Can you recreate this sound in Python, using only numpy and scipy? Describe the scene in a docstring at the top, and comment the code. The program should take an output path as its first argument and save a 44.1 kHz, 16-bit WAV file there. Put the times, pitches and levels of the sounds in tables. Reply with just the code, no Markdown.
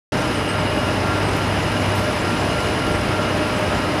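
"""A steady machine roar with a low hum fills a factory hall: wire drawing, one microphone close by.
Gears and fans roar through the ringing housing, motors hum and a gear tone swells once a turn.
The switching of the motor drives whistles near 5 and 10 kHz. On top, the wire hisses through
the die, rubs on the pulleys, scrapes on the drum and squeaks as it sticks and slips."""
import sys
import numpy as np
from scipy import signal
from scipy.fft import rfft, irfft
from scipy.io import wavfile

SR = 44100
rng = np.random.default_rng(int(sys.argv[2]) if len(sys.argv) > 2 else 0)


def pcm_store(signal):
    """Save signal as 16-bit PCM."""
    levels = np.round(np.clip(np.atleast_2d(signal), -1, 1) * 32767)
    wavfile.write(sys.argv[1], SR, levels.astype(np.int16).T)


N = 176400


def undb(db):
    """Decibels to gain."""
    return 10 ** (np.asarray(db) / 20)


def unit(x):
    """Scale to rms 1."""
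    return x / np.sqrt(np.mean(x ** 2))


def curve(t, rows):
    """Gain along a curve of t/s, level/dB."""
    return undb(np.interp(t, *np.array(rows).T))


def coloured_noise(spectrum):
    """Noise of rms 1, shaped by points of f/Hz, level/dB."""
    hz, db = np.array(spectrum).T
    f = np.maximum(np.fft.rfftfreq(N, 1 / SR), 1)
    gain = undb(np.interp(np.log(f), np.log(hz), db))
    return unit(irfft(rfft(rng.standard_normal(N)) * gain, N))


def resonance(hz, width):
    """Noise of rms 1 ringing in one resonance."""
    f = np.fft.rfftfreq(N, 1 / SR)
    return unit(irfft(rfft(rng.standard_normal(N)) / (1 + ((f - hz) / width * 2) ** 2), N))


def drift(rate_hz):
    """Smooth random drift of rms 1, rolling off above rate_hz."""
    f = np.fft.rfftfreq(N, 1 / SR)
    return unit(irfft(rfft(rng.standard_normal(N)) * (f > 0) / (1 + (f / rate_hz) ** 4), N))


def tone(hz, flutter, rate_hz):
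    """A sine of rms 1 whose strength and phase flutter."""
    phase = 2 * np.pi * (np.cumsum(hz * np.ones(N)) / SR + rng.random())
    in_phase = np.sin(phase) * (1 + flutter * drift(rate_hz))
    quadrature = np.cos(phase) * flutter * drift(rate_hz)
    return unit(in_phase + quadrature)


def roar(t):
    """The bed of the sound: gear and fan noise, shaken by the running parts, rings the housing."""
    # gear and fan noise: f/Hz, relative level/dB
    spectrum = [(25, -29.6), (36, -19), (47, -4), (65, -0.5), (110, -2.5), (200, -1), (330, -3), (480, -5),
                (680, -6), (1000, -7), (1300, -10.5), (2000, -12.5), (2700, -14.5), (3500, -22),
                (5500, -31), (7000, -40.5), (9200, -32), (11000, -40.5), (13300, -45.5)]
    # housing resonances: f/Hz, width/Hz, level/dB before the sway
    modes = [(258.4, 45, -36), (307.4, 11, -35.5), (390, 30, -42.5), (605, 135, -38.5), (890, 79, -44),
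             (1660, 40, -42), (2923, 120, -48.5)]
    # slow sway of the whole roar: t/s, gain/dB
    sway = [(.12, -0.3), (.6, -0.5), (1.2, 0.3), (1.8, 0), (2.6, -0.24), (3.3, 0), (4, -0.4)]
    broad = coloured_noise(spectrum) * undb(-21.5)
    housing = sum(undb(db) * resonance(hz, width) for hz, width, db in modes)
    shake = undb(.5 * drift(45))
    return (broad + housing) * curve(t, sway) * shake


def rumble(t):
    """A low rumble surges briefly, twice."""
    # bell-shaped surges: middle t/s, half-length/s, peak level/dB
    surges = [(2.91, .05, -21.5), (3.128, 0.1, -29)]
    # rumble: f/Hz, relative level/dB
    spectrum = [(25, -18), (48, 4), (90, -7), (170, -2), (330, -3), (700, -22), (2000, -48)]
    swell = sum(undb(db) * np.exp(-((t - middle) / half) ** 2) for middle, half, db in surges)
    return swell * coloured_noise(spectrum)


def drum_motor(t):
    """The motor that turns the drum gives a firm low hum."""
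    # hum: t/s, level/dB
    level = [(.12, -32.5), (.6, -30), (1.2, -28), (1.85, -25.5), (2.3, -31), (3.2, -29.5), (4, -32.5)]
    return curve(t, level) * tone(98.9, flutter=.16, rate_hz=5)


def motors_and_gears(t):
    """Motors and gear stages hum and whine, all on one slightly wandering speed."""
    # hum of motors and gears: f/Hz, level/dB, flutter/0-1
    hum_tones = [(126.8, -36, .2), (167, -42, .3), (309, -41.5, .4), (429, -43, .4), (586, -40, .4),
                 (799, -45, .4), (911, -46, .4), (1581, -46, .4), (2562, -52, .3), (2789.5, -51, .4),
                 (6282, -59.5, .5)]
    # mid drone of the motors: t/s, level/dB
    drone_level = [(.5, -35), (.75, -30), (1.1, -36), (1.7, -34), (2.05, -30), (2.3, -35), (2.6, -31),
                   (3.2, -33), (3.52, -29.5), (3.8, -33)]
    # thin gear whine: t/s, level/dB
    whine_level = [(.25, -40), (.85, -46), (1.3, -37.5), (1.45, -44), (2.9, -45), (3.3, -40), (3.82, -36),
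                   (4, -41)]
    # spurts of motor slot whine: t/s, level/dB
    slot_level = [(.12, -40), (.33, -42), (.82, -35.5), (1, -42), (1.42, -46), (1.66, -38), (1.9, -35.5),
                  (2.25, -46), (2.46, -37.5), (2.86, -38.5), (3, -48), (3.29, -40), (3.42, -47), (4, -41)]
    # its faint sidebands: offset/steps, level/dB
    slot_sidebands = [(-1, -50), (1, -50), (2, -49.5), (3, -48.5)]
    # gear mesh tone: t/s, gain/dB
    mesh_gain = [(.25, 0), (.85, -2), (1.15, 2.5), (1.45, -2), (2.3, .5), (3.2, 1.7), (3.5, 0)]
    slot_hz, step_hz = 2870.5, 66.5
    turn_hz, weakest_s, depth = 3.41, .405, .88
    speed = 1 + .00043 * drift(2.28)
    hum = sum(undb(db) * tone(hz * speed, flutter, rate_hz=4.9) for hz, db, flutter in hum_tones)
    drone = curve(t, drone_level) * tone(608.5 * speed, flutter=.36, rate_hz=16)
    whine = curve(t, whine_level) * tone(1267.5 * speed, flutter=.2, rate_hz=4.5)
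    slots = curve(t, slot_level) * tone(slot_hz * speed, flutter=.42, rate_hz=22)
    sidebands = sum(undb(db) * tone((slot_hz + k * step_hz) * speed, flutter=.42, rate_hz=14)
                    for k, db in slot_sidebands)
    swell = 1 - depth * (1 - np.abs(np.sin(np.pi * turn_hz * (t - weakest_s))))  # once a turn
    mesh_tone = tone(1380 * speed, flutter=.097, rate_hz=6.1)
    mesh = undb(-35.5) * curve(t, mesh_gain) * unit(swell * mesh_tone)
    return hum + drone + whine + slots + sidebands + mesh


def drives(t):
    """The switching of the drives makes the windings whistle in clusters of beating tones."""
    # switching tones: f/Hz, level/dB before the upper cluster's gain
    switching = [(4877, -52.5), (4889, -58), (4908.5, -53.5), (4919, -55), (4960, -58), (4972, -57),
                 (5082, -54), (5091.5, -51), (5111, -52), (5123, -55), (9507, -64), (9588, -63),
                 (9949, -58), (10000, -52), (10036.5, -58), (10054, -60), (10104, -62), (10390, -64)]
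    # upper cluster: t/s, gain/dB
    upper_gain = [(.4, 2), (1.25, -3.5), (1.8, .5), (2.35, 2), (3, 1), (3.2, -1), (4, -2)]
    # bands of crowded sidebands: f/Hz, width/Hz, level/dB
    bands = [(5200, 330, -55), (9560, 170, -54.5), (10070, 88, -57)]
    upper = curve(t, upper_gain)
    whistle = sum(undb(db) * (upper if hz > 9000 else 1) * tone(hz, flutter=.15, rate_hz=1.5)
                  for hz, db in switching)
    sizzle = sum(undb(db) * resonance(hz, width) for hz, width, db in bands)
    return whistle + sizzle


def die_hiss(t):
    """The wire slides through the die with a flickering hiss."""
    # hiss: f/Hz, relative level/dB
    spectrum = [(1500, -20), (3000, -2.5), (4100, 3), (4600, -1), (5400, 1), (7000, -6.5), (9000, -17.5),
                (11000, -13), (14000, -23.5)]
    # its course: t/s, level/dB
    level = [(.12, -37), (.3, -39), (.4, -41.5), (.68, -44), (.8, -39), (1.2, -40), (2, -38.5), (2.65, -38),
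             (2.9, -40), (4, -39.5)]
    return coloured_noise(spectrum) * curve(t, level) * undb(1.34 * drift(50))


def drum_scrapes(t):
    """Turns of wire slip on the drum: each scrape starts sharply and dies away."""
    # slips: t/s, decay/s, starting level/dB
    slips = [(.77, .08, -49), (1.365, .015, -37), (1.715, .02, -48), (1.95, .07, -38.5), (3.59, .01, -41)]
    # scrape noise: f/Hz, relative level/dB
    spectrum = [(3000, -12), (6000, 0), (9000, -1), (12000, 0), (15500, -3)]
    envelope = sum(undb(db) * (t > start) * np.exp(-np.abs(t - start) / decay)
                   for start, decay, db in slips)
    return envelope * coloured_noise(spectrum)


def pulley_rub(t):
    """The wire rubs on the pulleys: six narrow bands of friction noise flare at random."""
    # gritty rubbing: t/s, level/dB
    level = [(.12, -56), (1.4, -55), (1.65, -57), (2.65, -51), (2.85, -57), (4, -57)]
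    flicker_db = 6
    bands = sum(resonance(hz, width=330) * undb(flicker_db * drift(12))
                for hz in np.linspace(6600, 7960, 6))
    return unit(bands) * curve(t, level)


def wire_squeaks(t):
    """Brief stick-slip sets a pair of wire modes singing, with a scratchy chatter."""
    # squeaks: t/s, length/s, first mode f/Hz, second mode f/Hz, level/dB, roughness/0-1
    squeaks = [(.18, .05, 8620, 8400, -48, .2), (.335, .065, 8829, 8193, -44.5, .3),
               (.477, .036, 8349, 8640, -39.5, .25), (.507, .04, 8393, 8624, -44.5, .35),
               (.592, .025, 7760, 8020, -47, .2), (1.23, .105, 8274, 8726, -47, .05),
               (1.6, .05, 7000, 7330, -47.5, .9), (1.975, .035, 6290, 8100, -45, .3),
               (2.185, .04, 7450, 7100, -44.5, .7), (2.37, .08, 7600, 7350, -48, .8),
               (2.485, .045, 6500, 7300, -46, .8), (2.655, .03, 6780, 7350, -45, .9),
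               (2.905, .075, 8250, 8450, -46, .8), (3.73, .06, 7220, 6900, -48, .8)]
    out = np.zeros(N)
    jitter = .0208 * drift(222)
    chatter = 1 + .3 * drift(150)
    for start, length, hz, second_hz, db, roughness in squeaks:
        progress = np.clip((t - start) / length, 0, 1)
        swell = np.sqrt(np.abs(np.sin(np.pi * progress)))
        phase_per_hz = 2 * np.pi * np.cumsum(1 + roughness * jitter) / SR
        modes = np.sin(hz * phase_per_hz) + undb(-6) * np.sin(second_hz * phase_per_hz)
        out += undb(db) * swell * chatter * unit(modes)
    return out


def scene():
    """The whole machine from close by, in mono."""
    t = np.arange(N) / SR
    machine = roar(t) + rumble(t) + drum_motor(t) + motors_and_gears(t) + drives(t)
    wire = die_hiss(t) + drum_scrapes(t) + pulley_rub(t) + wire_squeaks(t)
    return (machine + wire)[None]


def record(dry):
    """The microphone channel opens after a moment of silence and cuts the highest treble."""
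    open_s, fade_s, top_hz = .12, .002, 14200
    opened = np.clip((np.arange(N) / SR - open_s) / fade_s, 0, 1)
    lowpass = signal.ellip(8, .2, 80, top_hz, fs=SR, output="sos")
    return signal.sosfilt(lowpass, dry * opened)


dry = scene()
out = record(dry)
pcm_store(out)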